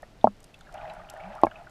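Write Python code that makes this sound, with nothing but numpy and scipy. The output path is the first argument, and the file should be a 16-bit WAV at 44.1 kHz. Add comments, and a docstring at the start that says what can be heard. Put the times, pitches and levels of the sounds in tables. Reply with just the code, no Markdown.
"""Drifting over a shallow reef

A camera in a waterproof housing drifts under the surface, in the rumble and hiss of the sea.
Moving water swells into a soft rush, coloured by the housing, with small bubbles and a low gurgle.
Two dull knocks with rebounds hit the housing. Sharp ticks, likely snapping shrimp, crackle all around."""
import sys
import numpy as np
from scipy import signal
from scipy.fft import rfft, irfft
from scipy.io import wavfile

SR = 44100
rng = np.random.default_rng(int(sys.argv[2]) if len(sys.argv) > 2 else 0)


def store_pcm(level_fs):
    """Save levels as 16-bit WAV."""
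    pcm = np.round(np.clip(level_fs, -1, 1) * 32767).astype(np.int16)
    wavfile.write(sys.argv[1], SR, np.atleast_2d(pcm).T)


N = 74970
TIME = np.arange(N) / SR

# How strongly the water flows: time_s, level_db
FLOW_STRENGTH = [(0, -72), (.58, -67.5), (.725, -54.5), (.75, -41.5), (.80, -43.5), (.85, -38.5),
                 (.95, -43.5), (1.07, -49), (1.21, -42.5), (1.31, -42.5), (1.37, -43.5), (1.43, -46),
                 (1.5, -51), (1.58, -47), (1.7, -57.5)]


def from_db(db):
    """Turn decibels into a number to multiply by."""
    return 10 ** (np.asarray(db) / 20)


def rms_one(x):
    """Scale a signal so its average strength (rms) is 1."""
    return x / np.sqrt(np.mean(x ** 2) + 1e-20)


def cut(x, hz, kind, order=2):
    """Keep the "low" or "high" side of hz; a higher order cuts more steeply."""
    return signal.sosfilt(signal.butter(order, hz, kind, fs=SR, output="sos"), x + 1e-18)


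def drift(rate_hz):
    """A smooth random wander, about 1 in size."""
    return rms_one(cut(rng.standard_normal(N + SR), rate_hz, "low")[SR:])


def since(start_s):
    """Seconds since an event, zero before it."""
    return np.maximum(TIME - start_s, 0)


def fade(t, fade_s):
    """Die away, dropping 60 dB every fade_s seconds."""
    return np.exp(-np.log(1000) * t / fade_s)


def ring(t, pitch_hz, fade_s):
    """The fading tone of something struck."""
    return np.sin(2 * np.pi * pitch_hz * t) * fade(t, fade_s)


def clicks(per_s, spread_db):
    """Random clicks of uneven size and sign."""
    sizes = from_db(spread_db * np.minimum(rng.exponential(1, N), 4))
    return (rng.random(N) < per_s / SR) * sizes * rng.choice([-1, 1], N)


def sea(level_db=-53, flutter_db=0.4):
    """Open water makes a steady rumble and hiss."""
    # The sea's balance from low to high: frequency_hz, relative_db
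    sea_spectrum = [(20, 3), (35, 1), (65, -13.5), (105, -10), (200, -15), (430, -19.5), (660, -19.5),
                    (950, -25), (2600, -30.5), (5000, -36), (8000, -43.5), (13000, -50), (16000, -55)]
    hz, db = np.transpose(sea_spectrum)
    bins_hz = np.maximum(np.arange(N // 2 + 1) * SR / N, 1)
    colour = from_db(np.interp(np.log(bins_hz), np.log(hz), db))
    noise = irfft(rfft(rng.standard_normal(N)) * colour, N)
    noise = cut(noise, 22.1, "high")
    return rms_one(noise) * from_db(level_db + flutter_db * drift(rate_hz=20))


def shrimp(crackle_db=-73.5, attack_s=0.0003):
    """Near snaps and a crackle of far ones, each smeared by bouncing off the reef and the surface."""
    # Nearby snaps: start_s, relative_db, low_edge_hz
    snaps = [(0.021, -46, 3830), (0.403, -44.5, 5500), (0.429, -47, 4900), (0.4415, -38.5, 3310),
             (.542, -48, 2830), (0.59, -47, 7000), (0.608, -47.5, 3000), (0.724, -46, 3320),
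             (0.7408, -42.5, 4270), (0.897, -52, 4000), (0.936, -47, 6000), (.948, -51, 6000),
             (1.099, -30.5, 3900), (1.137, -44.5, 6960), (1.174, -50, 7000), (1.352, -46.5, 3130),
             (1.415, -44, 7000), (1.4562, -42.5, 4000), (1.695, -49, 3480)]
    near = np.zeros(N)
    for start_s, db, low_edge_hz in snaps:
        t = since(start_s)
        burst = rng.standard_normal(N) * fade(t, fade_s=0.017) * (1 - np.exp(-t / attack_s))
        near += from_db(db) * cut(burst, low_edge_hz, "high", order=3)
    # Each far click gets a short tail of noise.
    far_clicks = clicks(per_s=470, spread_db=3.2)
    power = signal.fftconvolve(far_clicks ** 2, fade(TIME, fade_s=0.004) ** 2)[:N]
    far = cut(np.sqrt(np.abs(power)) * rng.standard_normal(N), 2907, "high")
    dulled = cut(near + from_db(crackle_db) * rms_one(far), 8800, "low")
    return cut(dulled, 13500, "low", order=6)


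def bubbles(rise_per_s=1.2, attack_s=0.0012, wobble_rad=0.9):
    """Small bubbles pop with a brief, rough ring that rises a little in pitch."""
    # Single bubbles: start_s, pitch_hz, level_db
    pops = [(.029, 626, -29.5), (.030, 1840, -37), (.031, 1270, -43), (.211, 3580, -47),
            (0.5413, 2626, -39.5), (.5425, 3400, -43.5), (.609, 1380, -42.5), (.610, 3500, -46),
            (.650, 2150, -51), (0.67, 1630, -42.5), (0.69, 1440, -40.5), (0.778, 2850, -42.5),
            (0.811, 2420, -41), (.898, 2630, -37.5), (0.898, 3930, -43), (1.088, 2850, -41),
            (1.138, 690, -29.5), (1.201, 2220, -36), (1.236, 2330, -40), (1.262, 2210, -45),
            (1.359, 893, -27), (1.445, 2595, -38.5), (1.511, 2900, -42.5), (1.514, 1413, -34),
            (1.557, 2550, -36), (1.670, 1426, -35.5)]
    out = np.zeros(N)
    for start_s, pitch_hz, level_db in pops:
        t = since(start_s)
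        wobble = wobble_rad * drift(rate_hz=0.11 * pitch_hz)
        tone = np.sin(2 * np.pi * pitch_hz * t * (1 + rise_per_s * t / 2) + wobble)
        out += from_db(level_db) * tone * fade(t, fade_s=0.031) * (1 - np.exp(-t / attack_s))
    return out


def knocks(boost_db=10.5, boost_octaves=0.11, leak_db=-30.5):
    """Each soft hit rings the housing, most near the hit's treble cut-off, and adds a low thump."""
    # Hits and their rebounds: start_s, peak_db, cutoff_hz, thump_hz, thump_relative_db, thump_fade_s
    hits = [(0.2427, .5, 832, 232.5, -13.5, 0.071), (0.2493, -12.5, 900, 267, -18, 0.13),
            (0.2714, -8, 1250, 203, -18, 0.13), (1.4344, 1, 1081, 333, -9, 0.051),
            (1.4464, -9.5, 972, 264, -16, 0.039), (1.4680, -16.5, 2260, 226, -16, .05)]
    # The tones the housing rings with: pitch_hz, relative_db, fade_s
    housing_tones = [(101.2, -26, 0.082), (195, -55, .07), (447, -6.5, 0.0094), (613, -2.5, 0.023),
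                     (874.2, -1, 0.015), (1080, -11.5, 0.027), (1299, -16.5, 0.023), (1622, -14.5, 0.03),
                     (2210, -27, .04)]
    out = np.zeros(N)
    for start_s, peak_db, cutoff_hz, thump_hz, thump_db, thump_fade_s in hits:
        t = since(start_s)
        blow = -from_db(thump_db) * ring(t, thump_hz, thump_fade_s)
        for pitch_hz, db, fade_s in housing_tones:
            nearness = np.exp(-(np.log2(pitch_hz / cutoff_hz) / boost_octaves) ** 2)
            sign = 1 if pitch_hz > 780 else -1  # low tones start by swinging the other way
            blow += sign * from_db(db + boost_db * nearness) * ring(t, pitch_hz, fade_s)
        dull = cut(blow, cutoff_hz, "low", order=6)
        brighter_leak = from_db(leak_db) * cut(blow, 2 * cutoff_hz, "low", order=6)
        knock = cut(dull + brighter_leak, 113.4, "high", order=3)
        out += from_db(peak_db) * knock / np.abs(knock).max()
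    return out


def rush(relative_db=-0.5, flutter_db=3.5):
    """Thousands of tiny splashes swell with the flow and make the housing ring."""
    # The housing's resonances, stirred by the flow: pitch_hz, width_hz, relative_db
    resonances = [(632.4, 37, 1.5), (684, 70, -1), (789, 28, -2.5), (838, 48, -6.5), (981, 37, -12.5),
                  (1270, 48, -20), (1441, 120, -15), (1800, 85, -26.5), (2650, 340, -25.5)]
    out = np.zeros(N)
    for pitch_hz, width_hz, db in resonances:
        splashes = clicks(per_s=3500, spread_db=1.5) * from_db(flutter_db * drift(rate_hz=25))
        # This filter lets through one narrow band around the pitch.
        decay = np.exp(-np.pi * width_hz / SR)
        feed_in = np.array([1, 0, -1]) * (1 - decay ** 2) / 2
        feedback = [1, -2 * decay * np.cos(2 * np.pi * pitch_hz / SR), decay ** 2]
        out += from_db(db) * signal.lfilter(feed_in, feedback, splashes)
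    out = cut(out, 540, "high", order=8)
    out = cut(out, 3200, "low")
    return rms_one(out) * from_db(relative_db + np.interp(TIME, *np.transpose(FLOW_STRENGTH)))


def fizz(relative_db=-11, low_hz=1215, high_hz=3390, pitch_count=20, db_per_octave=-12):
    """The flow carries a trickle of tiny bubbles, each with a short ring."""
    out = np.zeros(N)
    for pitch_hz in np.geomspace(low_hz, high_hz, pitch_count):
        starts = clicks(per_s=350 / pitch_count, spread_db=4)
        pop = ring(TIME[:SR // 20], pitch_hz, fade_s=46 / pitch_hz)  # fades over 46 vibrations
        gain = from_db(db_per_octave * np.log2(pitch_hz / low_hz))
        out += gain * signal.fftconvolve(starts, pop)[:N]
    return rms_one(out) * from_db(relative_db + np.interp(TIME, *np.transpose(FLOW_STRENGTH)))


def gurgles(rise_hz_per_s=540, wobble_rad=0.4):
    """Larger pockets of air swell and fade as low rising tones."""
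    # Pockets of air: middle_s, half_length_s, pitch_hz, level_db
    air_pockets = [(.70, 0.015, 159, -57), (.88, 0.082, 160, -54), (1.0, 0.036, 172, -53),
                   (1.275, 0.037, 189, -43)]
    out = np.zeros(N)
    for middle_s, half_length_s, pitch_hz, level_db in air_pockets:
        t = TIME - middle_s
        wobble = wobble_rad * drift(rate_hz=25)
        tone = np.sin(2 * np.pi * t * (pitch_hz + rise_hz_per_s * t / 2) + wobble)
        out += from_db(level_db) * tone * np.exp(-(t / half_length_s) ** 2)
    return out


def scene():
    """Everything reaches one microphone inside the housing."""
    return (sea() + shrimp() + bubbles() + knocks() + rush() + fizz() + gurgles())[None]


def record(dry, top_hz=15900):
    """The hardest knocks just overload, and the highest treble is cut away."""
    clipped = np.clip(dry, -1, 1)
    return signal.sosfilt(signal.cheby2(16, 60, top_hz, fs=SR, output="sos"), clipped)


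dry = scene()
out = record(dry)
store_pcm(out)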